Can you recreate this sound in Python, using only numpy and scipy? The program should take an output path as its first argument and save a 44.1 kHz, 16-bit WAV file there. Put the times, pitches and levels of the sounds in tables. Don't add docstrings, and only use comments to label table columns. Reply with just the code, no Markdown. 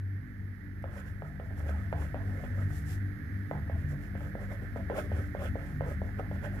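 import sys
import numpy as np
from scipy import signal
from scipy.fft import rfft, irfft
from scipy.io import wavfile

SR = 44100
rng = np.random.default_rng(int(sys.argv[2]) if len(sys.argv) > 2 else 0)


def magnitude_from_level(level_db):
    exponent = np.asarray(level_db, float) / 20
    return 10 ** exponent


def store_wav(level_fs):
    pcm = np.round(np.clip(np.atleast_2d(level_fs), -1, 1) * 32767)
    wavfile.write(sys.argv[1], SR, pcm.T.astype(np.int16))


N = 291060


def rms_one(x):
    return x / np.sqrt(np.mean(x ** 2) + 1e-20)


def in_time(rows):
    s, *columns = np.transpose(rows)
    return [np.interp(np.arange(N) / SR, s, c) for c in columns]


def over_hz(rows):
    hz, *columns = np.transpose(rows)
    grid_hz = np.arange(N // 2 + 1) * SR / N
    return [np.interp(np.log(grid_hz + 1), np.log(hz), c) for c in columns]


def drift(rate_hz):
    r = np.exp(-80 * np.pi * rate_hz / SR)
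    noise = rng.standard_normal(N // 40 + 2002)
    slow = signal.lfilter([1], [1, -2 * r, r * r], noise)[2000:]
    return np.interp(np.arange(N) / 40, np.arange(len(slow)), rms_one(slow))


def resonate(x, hz, width_hz):
    r = np.exp(-np.pi * width_hz / SR)
    zeros = np.array([1, 0, -1]) * (1 - r * r) / 2
    poles = [1, -2 * r * np.cos(2 * np.pi * hz / SR), r * r]
    return signal.lfilter(zeros, poles, x + 1e-18)


def lagged(pair, lag_s=0.0002977):
    late = np.interp(np.arange(N) - lag_s * SR, np.arange(N), pair[1])
    return np.array([pair[0], late])


def tone(hz, wander_hz, flutter_db):
    phase = 2 * np.pi * np.cumsum(hz + wander_hz * drift(2.584)) / SR
    return rms_one(np.sin(phase) * magnitude_from_level(flutter_db * drift(2.0)))


def swells(s, half_s, db):
    t = np.arange(0, N / SR + .002, .002)
    distance = (t - np.c_[s]) / np.c_[half_s]
    bells = magnitude_from_level(np.c_[db] - 12 * np.minimum(distance ** 2, 20)).sum(axis=0)
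    return np.interp(np.arange(N) / SR, t, bells)


# frequency in Hz, left and right level in dB per Hz,
# likeness of the two ports [0-1].
ROOM_FLOOR = [(31.2, -19, -28, 0.2), (83.8, 14, 12, 0.63), (210, -6.5, -5, 1), (300, -5.5, -17, 1),
              (426, -17, -15.5, 1), (640, -24.5, -29.5, 1), (910, -23.5, -23.5, 0), (1130, -49, -36, 0.1),
              (2500, -35.5, -42, 0), (5100, -41.5, -38.5, 0), (7700, -49.5, -56, 0), (11180, -38, -38, 0.1),
              (14400, -39.5, -38.5, 0.7)]


def room_noise():
    left_db, right_db, alike = over_hz(ROOM_FLOOR)
    alike = np.clip(alike, 0, 1)
    mid, side = rfft(rng.standard_normal((2, N)))
    pair = np.sqrt(1 + alike) * mid + np.sqrt(1 - alike) * side * [[1], [-1]]
    noise = rms_one(irfft(pair * magnitude_from_level([left_db, right_db]), N))
    return magnitude_from_level(13.5) * lagged(noise)


# frequency in Hz, level in dB per Hz.
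AIR_WHISTLE = [(800, -55), (1100, -20), (1300, -13.5), (1550, -6.5), (1780, -2), (2000, -7), (2200, -14),
               (2400, -22.5), (2900, -47)]


def air_stream():
    colour = magnitude_from_level(over_hz([(400, -44)] + AIR_WHISTLE + [(5000, -64)])[0])
    whoosh = rms_one(irfft(rfft(rng.standard_normal(N)) * colour, N))
    return whoosh * magnitude_from_level(.6 * drift(15)) * magnitude_from_level([[-35], [7]])


BUZZ_HZ = 99.95
# time in seconds, beats gone by.
FAN_SLIP = [(-.295, -1), (2.99, 8), (4.14, 11), (6.86, 19)]
# time in seconds, level in dB.
SECOND_ORDER = [(0, -41), (.8, -43), (1.6, -48), (2.7, -37.5), (3.4, -41), (4.0, -53.5), (4.6, -54),
                (5.2, -40), (5.9, -49), (6.6, -58)]


def beating(gain):
    turns, beats = BUZZ_HZ * np.arange(N) / SR, in_time(FAN_SLIP)[0]
    buzz, second, side = [np.sqrt(2) * np.sin(2 * np.pi * (turns - k * beats)) for k in range(3)]
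    level = magnitude_from_level(in_time(SECOND_ORDER)[0] + 2.7 * drift(3.3))
    buzz_level = gain * magnitude_from_level(12.5 + 1.5 * drift(3.5))
    return buzz_level * buzz + level * (second + magnitude_from_level(-12) * side)


# multiple of the buzz, multiple of the fan turn, dB over the air stream.
MOTOR_TONES = [(0, 3, -2), (1, 1, 0), (0, 4, 2), (2, 0, 2), (1, 3, -1), (0, 6, 1), (1, 4, -9)]
# time in seconds, level in dB.
SIXTH_ORDER = [(0, -1), (.9, 1), (1.1, -16), (1.35, -2), (2.9, 1.5), (4.3, 1), (4.65, -13.5), (5.05, 6),
               (5.8, -3), (6.6, 1.5)]


def motor(gain):
    turns = BUZZ_HZ * np.arange(N) / SR
    fan = (turns - in_time(FAN_SLIP)[0]) / 2
    out = 0
    for buzz_multiple, fan_multiple, db in MOTOR_TONES:
        level_db = db + 2.5 * drift(3.0)
        if fan_multiple == 6:
            level_db = level_db + in_time(SIXTH_ORDER)[0]
        cycles = buzz_multiple * turns + fan_multiple * fan + rng.random()
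        out = out + magnitude_from_level(level_db) * np.sin(2 * np.pi * cycles)
    return gain * magnitude_from_level(-0.5) * np.sqrt(2) * out


# middle and half length in seconds, level in dB.
CASE_BOOMS = [(.5, .15, -55), (0.846, 0.18, -43.5), (1.427, 0.2, -38), (1.71, .12, -39),
              (2.004, 0.088, -32), (2.493, 0.31, -42), (2.87, 0.13, -41.5), (3.354, 0.11, -35.5),
              (3.917, 0.33, -38), (4.355, 0.17, -38), (4.88, 0.071, -37), (5.155, 0.082, -53),
              (5.56, 0.36, -40.5), (5.967, 0.13, -36.5), (6.457, 0.17, -36)]
# middle and half length in seconds, level in dB.
THIRD_ORDER = [(0.19, 0.11, -49), (0.713, 0.18, -53), (1.35, 0.22, -57), (1.95, 0.053, -42),
               (2.856, .14, -41), (3.565, 0.049, -44), (3.932, 0.11, -42), (4.317, 0.094, -46),
               (4.61, 0.058, -52), (4.905, 0.033, -44.5), (5.168, .09, -48.5), (5.77, 0.12, -45),
               (6.52, 0.099, -52)]
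# time in seconds, level in dB.
DESK_HUM_LEVEL = [(0.0, -61), (0.15, -54), (2.13, -45.5), (2.79, -46), (2.87, -59), (2.96, -47),
                  (3.46, -62), (3.55, -50), (4.34, -46.5), (5.29, -46), (6.54, -43.5), (6.6, -39)]
# frequency and wander width in Hz, level in dB over the air stream.
UPPER_ORDERS = [(125.2, 17, -3.5), (194.9, 10, 3.5), (244.7, 9, 0), (287.4, 4.4, -2.5), (340.7, 6.6, -10)]


def hum(gain):
    fan_hz, boom_hz = 48.99, 76.43
    boom = swells(*np.transpose(CASE_BOOMS)) + gain * magnitude_from_level(2.5)
    third = swells(*np.transpose(THIRD_ORDER)) + gain * magnitude_from_level(0.5)
    out = boom * tone(boom_hz, wander_hz=2.497, flutter_db=6.5)
    out += beating(gain)
    out += third * tone(3 * fan_hz, wander_hz=2.32, flutter_db=4.0)
    for hz, width_hz, level_db in UPPER_ORDERS:
        out += gain * magnitude_from_level(level_db) * rms_one(resonate(rng.standard_normal(N), hz, width_hz))
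    out += motor(gain)
    first = magnitude_from_level(in_time(DESK_HUM_LEVEL)[0]) * tone(fan_hz, wander_hz=0.38, flutter_db=1.5)
    return lagged(out * magnitude_from_level([[.4], [-.4]])) + lagged(first * magnitude_from_level([[-.6], [2.1]]), lag_s=0.0022)


# frequency and width in Hz, left and right level in dB.
DESK_MODES = [(399.4, 106, -1.5, -8.5), (533.5, 72, -2.5, 1), (590.6, 51.5, -0.5, -0.5),
              (662, 67, -9.5, -0.5), (725.5, 72, -9.5, -6), (834, 91, -8, -11), (1060, 147, -24.5, -12),
              (1280, 130, -22, -4.5), (1550, 270, -49, -6.5), (2143, 172, -46, -7), (2140, 630, -29, -12),
              (3460, 310, -40.5, -23)]


def desk(low, middle, upper, damping, sign, patchy_db=0):
    out = 0
    for k, (hz, width_hz, left_db, right_db) in enumerate(DESK_MODES):
        drive = low if hz < 620 else middle if hz < 1150 else upper
        drive = drive * magnitude_from_level(patchy_db * drift(9))
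        ring = sign ** k * resonate(drive, hz, width_hz * damping)
        out = out + ring * magnitude_from_level([[left_db], [right_db]])
    return lagged(out, lag_s=0.00017)


# time in seconds, peak in dB, hardness in dB.
NIB_TAPS = [(0.84, -31.5, 7.5), (1.22, -34.5, 9.5), (1.397, -34, 2.5), (1.506, -44, 2), (1.602, -39.5, -4),
            (1.6915, -35, 5), (1.926, -24.5, 6), (2.143, -27.5, 3.5), (2.436, -37, 1), (2.704, -52, 18),
            (3.511, -24.5, 4.5), (3.696, -30.5, 0), (4.151, -35.5, -3), (4.351, -29.5, -9), (4.514, -38, 0),
            (4.759, -30, 2.5), (4.898, -25, 2.5), (4.9805, -30.5, -18), (5.116, -28.5, -7),
            (5.348, -25.5, -14), (5.554, -27, -4), (5.807, -25, 2.5), (6.016, -27.5, -14), (6.194, -26, -2),
            (6.312, -30.5, -7), (6.431, -39, 0)]


def taps():
    s, peak_db, hard_db = np.transpose(NIB_TAPS)
    at = np.round(s * SR).astype(int)
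    blows, ticks = np.zeros(N), np.zeros(N)
    blows[at], ticks[at] = magnitude_from_level(peak_db), magnitude_from_level(peak_db + hard_db)
    ms = np.arange(290) / SR * 1000
    crest = np.exp(-((ms - 2.05) / .33) ** 2)
    crest -= .35 * np.exp(-((ms - 2.9) / .35) ** 2)
    crest -= .28 * np.exp(-((ms - 4.6) / .8) ** 2)
    dip = -.5 * np.exp(-((ms - 1.4) / 0.18) ** 2)
    pulse, sharp = signal.lfilter(crest, [1], blows), signal.lfilter(dip, [1], ticks)
    pulse = signal.sosfilt(signal.butter(1, 180, "high", fs=SR, output="sos"), pulse)
    direct = magnitude_from_level(1.0) * lagged((pulse + sharp) * magnitude_from_level([[.2], [-.2]]), lag_s=0.00023)
    return direct + magnitude_from_level(3.5) * desk(pulse, pulse, magnitude_from_level(16) * sharp, damping=0.94, sign=0.87)


def skids(hard_share):
    s, peak_db, hard_db = np.transpose(NIB_TAPS)
    starts = np.zeros(N)
    starts[(s * SR).astype(int)] = magnitude_from_level(peak_db + hard_share * hard_db)
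    fade_db_per_s = 203
    return signal.lfilter([1], [1, -magnitude_from_level(-fade_db_per_s / SR)], starts + 1e-18)


def nib_down(lift_s, bite_s):
    t, share = np.arange(N) / SR, np.ones(N)
    for s, peak_db, _ in NIB_TAPS:
        near = slice(int((s - .08) * SR), int((s + .05) * SR))
        depth = np.clip((peak_db + 27.5) / 10, 0, 1)
        corners_s = [-2 * lift_s, -lift_s, .002, 0.00067 + bite_s]
        share[near] *= 1 - depth * np.interp(t[near] - s, corners_s, [0, 1, 1, 0])
    return share


# middle and half length in seconds, pressure in dB, speed as hiss in dB.
PEN_STROKES = [(0.975, 0.051, -51.5, -64.5), (1.086, 0.045, -64, -68.5), (1.598, .035, -59, -66.5),
               (1.687, 0.04, -51.5, -67), (1.772, 0.13, -61, -74.5), (2.028, 0.059, -49, -62),
               (2.313, 0.12, -60.5, -73), (2.432, 0.1, -54, -72), (2.611, 0.058, -53, -67.5),
               (3.562, .06, -65, -80), (3.8, 0.054, -64, -76), (3.934, 0.031, -53, -80),
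               (4.04, .05, -66, -69.5), (4.24, 0.082, -55, -70), (4.429, 0.036, -51, -67),
               (4.526, 0.034, -48, -65), (4.638, 0.04, -55.5, -72), (4.782, .04, -70, -74.5),
               (4.944, 0.049, -45, -72), (4.988, .033, -36, -52.5), (5.052, .025, -54, -67.5),
               (5.199, 0.091, -54.5, -65.5), (5.443, 0.048, -37, -58), (5.673, 0.11, -61.5, -69),
               (5.902, 0.043, -43.5, -63), (6.08, 0.046, -54.5, -75), (6.198, 0.023, -47.5, -69),
               (6.348, 0.03, -65, -69), (6.454, 0.029, -41.5, -62.5), (6.59, 0.09, -54.5, -68.5)]
# middle and half length in seconds, hiss in dB.
HAND_SLIDES = [(.826, 0.0034, -66), (0.999, .006, -65), (1.27, 0.032, -78), (1.455, 0.024, -77),
               (1.697, .003, -59), (1.925, .006, -69), (2.763, 0.063, -58), (2.915, 0.057, -54),
               (3.513, .003, -71), (3.907, 0.03, -64.5), (4.772, 0.0052, -70)]
# time in seconds, share [0-1].
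HAND_ON_PAD = [
    (.75, 0),
    (.85, 1),
    (2.95, 1),
    (3.02, 0),
    (3.46, 0),
    (3.52, 1),
]


def contact():
    s, half_s, press_db, speed_db = np.transpose(PEN_STROKES)
    rest = magnitude_from_level([[-73], [-71], [-82.5], [-82]]) * in_time(HAND_ON_PAD)[0]
    early, short_s = s - 0.27 * half_s, 0.87 * half_s
    drag_db = -53 + 0.75 * (press_db + 44.5)
    scratch_db = -16 + 0.4 * speed_db + 0.6 * press_db
    low = swells(early, short_s, press_db) + magnitude_from_level(-20) * skids(0)
    middle = swells(early, short_s, drag_db) + magnitude_from_level(-21) * skids(0.54)
    upper = swells(s, half_s, scratch_db) + magnitude_from_level(-46) * skids(0)
    hiss = swells(s, half_s, speed_db) + swells(*np.transpose(HAND_SLIDES))
    return rest + [low, middle, upper, hiss]


def fibres(per_s, spread_db):
    strength = magnitude_from_level(spread_db * np.minimum(rng.exponential(1, N), 4))
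    catches = rng.random(N) < per_s / SR
    return rms_one(strength * rng.choice([-1, 1], N) * catches)


# frequency in Hz, left and right level in dB per Hz.
PAPER_HISS = [(1500, -3.5, -5), (2800, -1.5, -3), (4300, -13, -5), (5370, -1, -4), (7170, 0.5, -31),
              (8850, -2.5, -43), (10000, 0.5, -28), (14600, -4, -17)]


def strokes():
    low, middle, upper, brush = contact()
    down = nib_down(lift_s=0.044, bite_s=0.0023)
    slips = fibres(per_s=2200, spread_db=3.5) * magnitude_from_level(1.2 * drift(60)) * down
    scratch = fibres(per_s=3000, spread_db=3.5) * upper * magnitude_from_level(18.5 + 2.2 * drift(35)) * down
    drag = magnitude_from_level(21.5) * desk(slips * low, slips * middle * magnitude_from_level(4.5), scratch,
                            damping=0.65, sign=-1.0187, patchy_db=3.05)
    drag = signal.sosfilt(signal.butter(3, 3300, fs=SR, output="sos"), drag)
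    grains = rfft([fibres(per_s=9800, spread_db=1.0), fibres(per_s=11000, spread_db=4.5)])
    colour = magnitude_from_level(over_hz([(710, -43, -49)] + PAPER_HISS))
    hiss = rms_one(irfft(grains * colour, N))
    return drag + hiss * brush * magnitude_from_level(1.0 + 1.1 * drift(40))


# time in seconds, level in dB.
RECORDER_GAIN = [(0.0, -60.5), (0.26, -60), (1.43, -59), (1.65, -56), (2.08, -55.5), (2.55, -55),
                 (4.34, -56), (4.56, -55.5), (5.02, -54.5), (6.19, -55.5), (6.6, -54)]


def scene():
    gain = magnitude_from_level(in_time(RECORDER_GAIN)[0])
    background = gain * (room_noise() + air_stream()) + hum(gain)
    return background + taps() + strokes()


# frequency in Hz, left and right share [0-1].
TREBLE_HOLES = [(3000, 0, 0), (4000, .06, .02), (5500, .05, .05), (6600, .14, .5), (8000, .26, .65),
                (9800, .08, .5), (11000, 0, .06), (14500, 0, .03)]


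def starved(x):
    hz, _, frames = signal.stft(x, SR, nperseg=2048)
    holes_hz, *columns = np.transpose(TREBLE_HOLES)
    share = np.array([np.interp(hz, holes_hz, c) for c in columns])[:, :, None]
    chance = rng.random((2, len(hz) // 8 + 1, frames.shape[2] // 2 + 1))
    chance = chance.repeat(8, axis=1).repeat(2, axis=2)
    kept = chance[:, :len(hz), :frames.shape[2]] > share
    frames = frames * np.where(kept, 1 / np.sqrt(1 - share), .03)
    return signal.istft(frames, SR, nperseg=2048)[1][:, :N]


def roll_off(x):
    return signal.sosfilt(signal.butter(12, 15600, fs=SR, output="sos"), x)


def record(dry):
    cut = signal.sosfilt(signal.ellip(10, .5, 70, 14500, fs=SR, output="sos"), dry)
    mix = starved(cut)
    return roll_off(mix)


dry = scene()
out = record(dry)
store_wav(out)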